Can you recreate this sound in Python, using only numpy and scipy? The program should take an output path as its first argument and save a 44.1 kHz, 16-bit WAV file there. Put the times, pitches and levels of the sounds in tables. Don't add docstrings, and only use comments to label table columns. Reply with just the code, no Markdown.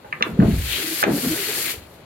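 import sys
import numpy as np
from scipy import signal
from scipy.fft import rfft, irfft, next_fast_len
from scipy.io import wavfile
from scipy.ndimage import map_coordinates

SR = 44100
rng = np.random.default_rng(int(sys.argv[2]) if len(sys.argv) > 2 else 0)


def wrap_up_sound(samples):
    columns = np.atleast_2d(samples).T
    tamed = np.clip(columns, -1, 1)
    steps = np.round(tamed * 32767).astype(np.int16)
    wavfile.write(sys.argv[1], SR, steps)


N = 90404


def sliding():
    # time in seconds, level in dB.
    hiss_levels = [(0, -62), (.22, -58), (.275, -46.5), (.365, -59.5), (.49, -41.5), (.71, -29), (.93, -28),
                   (1.02, -24), (1.05, -47.5), (1.16, -27.5), (1.3, -26.5), (1.53, -27), (1.59, -24.5),
                   (1.715, -27), (1.81, -53.5), (1.87, -55), (1.95, -54), (2.05, -65)]
    scrape_levels = [(0, -59), (.38, -49), (.49, -39), (.6, -37.5), (.69, -30.5), (.8, -28), (.88, -31.5),
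                     (1.02, -30.5), (1.06, -40), (1.21, -33), (1.45, -28.5), (1.64, -30), (1.695, -26.5),
                     (1.8, -50), (1.84, -49.5), (1.88, -56.5), (2.05, -54.5)]
    drone_levels = [(0, -67), (.19, -49.5), (.25, -31), (.37, -39.5), (.43, -19), (.52, -32), (.62, -50.5),
                    (.8, -40), (1.01, -44), (1.075, -21.5), (1.2, -33.5), (1.3, -31.5), (1.42, -38),
                    (1.62, -38), (1.78, -45.5), (1.88, -55.5), (2.05, -56)]
    # frequency in Hz, level in dB.
    hiss_tone = [(1500, -45), (3700, -18), (4400, -2), (5300, -6.5), (6500, -8.5), (7250, -3.5), (8000, -7),
                 (9000, -4.5), (10600, -6), (11400, -0.5), (12100, 1), (12700, -8.5), (14000, -6.5),
                 (15500, -9.5)]
    scrape_tone = [(300, -26), (700, -18), (1050, -12), (1600, -3), (2300, -1), (3000, -2.5), (3600, -3.5),
                   (4350, -3), (5200, -17.5), (7000, -10.5), (15000, -62)]
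    drone_tone = [(30, -48), (75, -16), (125, -5.5), (220, -5), (320, 1.5), (430, 0.5), (560, -5),
                  (720, -8.5), (1100, -16), (2000, -22.5), (5000, -75)]
    hiss = level(hiss_levels) * amp(0.67 * wobble(59.9))
    hiss = hiss * grainy_noise(hiss_tone, grains_per_s=7600, rush=1)
    scrape = level(scrape_levels) * amp(0.6 * wobble(81))
    scrape = scrape * grainy_noise(scrape_tone, grains_per_s=2900, rush=1)
    drone = level(drone_levels) * amp(2.63 * wobble(40.2))
    drone = drone * grainy_noise(drone_tone, grains_per_s=1500, rush=0.89)
    return hiss + scrape + drone


def hull_thuds():
    # start in seconds, level in dB, favoured pitch in Hz, width in octaves, echo in dB.
    blows = [(.135, -37.5, 147, 0.25, -23), (.29, -27, 200, 0.59, -3), (.33, -21.5, 132, 1, -12),
             (.39, -3.5, 171, 0.48, -14.5), (.405, -9, 181, 1, -1), (.419, -11, 382, 0.91, -19),
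             (.453, -11, 78, 1, -23), (.468, -13, 350, 1, -10.5), (.481, -10, 146, 0.87, -30),
             (.529, -11, 83.5, 1, -14), (.578, -19, 82, 0.69, -4), (.6, -25, 67, .6, -20),
             (1.078, -14, 295, 1, -14), (1.11, -16.5, 238, 0.87, -8), (1.265, -27.5, 132, 0.52, -0.5),
             (1.77, -33.5, 73.4, 0.97, -7.5)]
    # pitch in Hz, level in dB, seconds to fade by 60 dB.
    notes = [(59.4, -6.5, 0.38), (70, -3, 0.24), (92, 9.5, 0.07), (151.8, -1, .2), (181.8, 7.5, 0.096),
             (206.2, 8, 0.1), (221.3, -2, 0.114), (262, 4.5, 0.085), (334, 2, 0.086), (392, -9, 0.26),
             (668.7, -2, 0.12)]
    return strike(blows, notes, attack_s=0.0069, chatter_db=-12, chatter_s=0.063, left_lag_s=0.00026)


def shell_knocks():
    # start in seconds, level in dB, favoured pitch in Hz, width in octaves, echo in dB.
    blows = [(.0465, -34, 940, 0.98, -3.5), (.2085, -11.5, 720, 1.67, -12), (.235, -17, 1350, 0.42, -0.5),
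             (.401, -17.5, 1080, 1.5, -11), (.423, -19.5, 1080, 1.1, -10), (1.0285, -6, 1490, .9, -10.5),
             (1.0378, -12, 700, 0.95, -11), (1.076, -22.5, 700, 1.6, -7.5), (1.236, -25, 1530, 0.78, -4.5),
             (1.343, -20.5, 1550, 0.4, -15), (1.488, -28.5, 1280, 0.84, -8)]
    # pitch in Hz, level in dB, seconds to fade by 60 dB.
    notes = [(225, 1, 0.086), (516, 2, 0.039), (594, 0, 0.027), (835, -1.5, 0.043), (1212, 1, 0.021),
             (1396, 0, 0.018), (1513, -1, 0.021), (1700, -3, 0.017), (2350, -5, 0.023), (2850, -4.5, 0.034)]
    return strike(blows, notes, attack_s=0.00064, chatter_db=-1.5, chatter_s=0.02, left_lag_s=0.00047)


def fitting_clacks():
    # start in seconds, level in dB, favoured pitch in Hz, width in octaves, echo in dB.
    blows = [(.1262, -15.5, 1880, 0.82, -10.5), (.2245, -5.5, 2620, 1.01, -14),
             (.2285, -31, 2600, 1.5, -15), (1.0375, -9.5, 2320, 1.5, -11)]
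    # pitch in Hz, level in dB, seconds to fade by 60 dB.
    notes = [(1266, 5.5, 0.013), (1696, 4.5, 0.013), (2064, -2.5, 0.022), (2318, -4.5, 0.023),
             (2460, 4, 0.011), (2700, -10.5, 0.018), (3527, -2.5, 0.016), (3986, -9, 0.026),
             (5950, -4.5, .014), (6120, -7.5, 0.013), (9100, -16, 0.021)]
    return strike(blows, notes, attack_s=0.00051, chatter_db=-1.5, chatter_s=0.014, left_lag_s=0.000437)


def groans():
    # start in seconds, length in seconds, pitch in Hz, level in dB.
    swells = [(0.769, 0.079, 404, -42.5), (0.821, 0.038, 328, -35.5), (0.866, 0.038, 330, -34.5),
              (.904, 0.042, 325, -31.5), (1.11, 0.066, 292.6, -23), (1.226, 0.033, 255.4, -26.5),
              (1.256, 0.0375, 262, -24.5), (1.29, 0.061, 321, -27.5), (1.361, 0.09, 397.6, -38),
              (1.475, .04, 415.6, -37.5)]
    pitch_jitter, flutter_db = 0.035, 1.5
    out, t = np.zeros(N), np.arange(N) / SR
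    for start, length, hz, db in swells:
        progress = np.clip((t - start) / length, 0, 1)
        pitch = hz * (1 + pitch_jitter * wobble(150))
        phase = 2 * np.pi * np.cumsum(pitch * (t > start)) / SR
        slips = np.sin(phase) + amp(-22) * np.sin(2 * phase) + amp(-18) * np.sin(phase / 2)
        out += amp(db + flutter_db * wobble(120)) * np.sin(np.pi * progress) * unit(slips)
    return out * pan(1.0)


def rasps():
    # peak time and half width in seconds, level in dB, centre in Hz, width in octaves.
    grips = [(.745, 0.056, -25.5, 3080, 0.45), (1.68, 0.033, -33.5, 2250, .25)]
    out, t = np.zeros((2, N)), np.arange(N) / SR
    hz = np.geomspace(300, 15000, 60)
    for peak_s, width_s, db, centre_hz, octaves in grips:
        band_db = -20 * np.log10(1 + (np.log2(hz / centre_hz) / octaves) ** 4)
        swell = amp(db) / np.cosh((t - peak_s) / width_s) ** 2
        out += swell * grainy_noise(np.transpose([hz, band_db]), grains_per_s=2800, rush=0.73)
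    return out


def hollow_echo(x, build_s):
    # frequency in Hz, seconds to fade by 60 dB.
    fade_times = [(100, 0.32), (400, 0.32), (1200, .25), (2600, 0.22), (7000, 0.065), (15000, 0.029)]
    hz, t, noise = signal.stft(rng.standard_normal((2, SR // 2)), SR, nperseg=256)
    shape = amp(-60 * t / along(fade_times, hz)[:, None]) * (1 - np.exp(-t / build_s))
    tail = signal.istft(noise * shape, SR, nperseg=256)[1]
    tail /= np.linalg.norm(tail[0])
    return spread(signal.fftconvolve(x[None], tail, axes=1)[:, :N])


def outdoor_air():
    # frequency in Hz, level in dB.
    tone = [(20, -31), (40, -19), (65, -9), (120, -9), (250, -13), (600, -14), (1500, -23.5), (4000, -35),
            (15000, -79)]
    return amp(-46.5) * grainy_noise(tone, grains_per_s=4800, rush=1.17)


def strike(blows, notes, attack_s, chatter_db, chatter_s, left_lag_s):
    echoes, direct, t = np.zeros((2, N)), np.zeros(N), np.arange(SR // 2) / SR
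    hz, note_db, fade_s = np.transpose(notes)
    rings = np.sin(2 * np.pi * hz[:, None] * t) * amp(-60 * t / fade_s[:, None])
    rings *= 1 - np.exp(-t / attack_s)
    rings = signal.sosfilt(signal.butter(2, hz.min() / 2, "high", fs=SR, output="sos"), rings)
    for start, db, favoured_hz, octaves, echo_db in blows:
        nearness = np.exp(-(np.log2(hz / favoured_hz) / octaves) ** 2)
        ring = (amp(note_db) * nearness) @ rings
        chatter = rng.standard_normal(len(t)) * amp(-60 * t / chatter_s)
        force = (t == 0) + amp(chatter_db) * chatter / np.linalg.norm(chatter)
        hit = amp(db) * signal.fftconvolve(force, ring / abs(ring).max())
        hit = np.pad(hit, (round(start * SR), N))[:N]
        direct += hit
        echoes += amp(echo_db) * hollow_echo(hit, build_s=0.0013)
    delays = np.array([[0.5], [-0.5]]) * left_lag_s
    return echoes + filtered(direct, lambda f: np.exp(-2j * np.pi * f * delays))


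def grainy_noise(tone, grains_per_s, rush):
    # frequency in Hz, how much louder the left is in dB.
    lean = [(100, 1.5), (400, 1.5), (1000, 2), (2200, 6), (4200, 6.5), (7500, 4), (10000, 7), (12000, -0.5),
            (15500, 1)]
    grains = rng.standard_normal((2, N)) * (rng.random(N) < grains_per_s / SR)
    noise = spread(unit(grains) + rush * rng.standard_normal((2, N)))
    return unit(filtered(noise, lambda hz: amp(along(tone, hz)) * pan(along(lean, hz))))


def spread(pair):
    # frequency in Hz, how alike the sides are (1 is the same, 0 is unrelated).
    likeness = [(60, 1), (200, 0.96), (400, 0.78), (800, 0.44), (2000, 0.4), (4500, -0.15), (8000, -0.18),
                (12000, 0.18)]
    angle = lambda hz: np.arccos(np.clip(along(likeness, hz), -1, 1)) / 2
    mid, side = filtered(pair, lambda hz: np.array([np.cos(angle(hz)), np.sin(angle(hz))]))
    return np.array([mid + side, mid - side])


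def amp(db):
    return 10 ** (np.asarray(db) / 20)


def unit(x):
    return x / np.sqrt(np.mean(x ** 2) + 1e-20)


def along(points, hz):
    row_hz, values = np.transpose(points)
    return np.interp(np.log(hz + 1), np.log(row_hz + 1), values)


def level(rows):
    return amp(np.interp(np.arange(N) / SR, *np.transpose(rows)))


def wobble(per_second):
    return map_coordinates(rng.standard_normal(N // 8), [np.arange(N) * per_second / SR], mode="wrap")


def filtered(x, response):
    size = next_fast_len(N + SR // 2)
    hz = np.fft.rfftfreq(size, 1 / SR)
    return irfft(rfft(x, size) * response(hz), size)[..., :N]


def pan(db):
    return amp(np.array([[1], [-1]]) * db / 2)


def scene():
    blows = fitting_clacks() * pan(0.6) + shell_knocks() * pan(-1.4) + hull_thuds() * pan(0.6)
    return blows + outdoor_air() + sliding() + rasps() + groans()


def record(dry):
    top_hz, bass_hz = 16020, 38
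    return filtered(dry, lambda hz: (hz < top_hz) * (1 - 1 / (1 + (hz / bass_hz) ** 6)))


dry = scene()
out = record(dry)
wrap_up_sound(out)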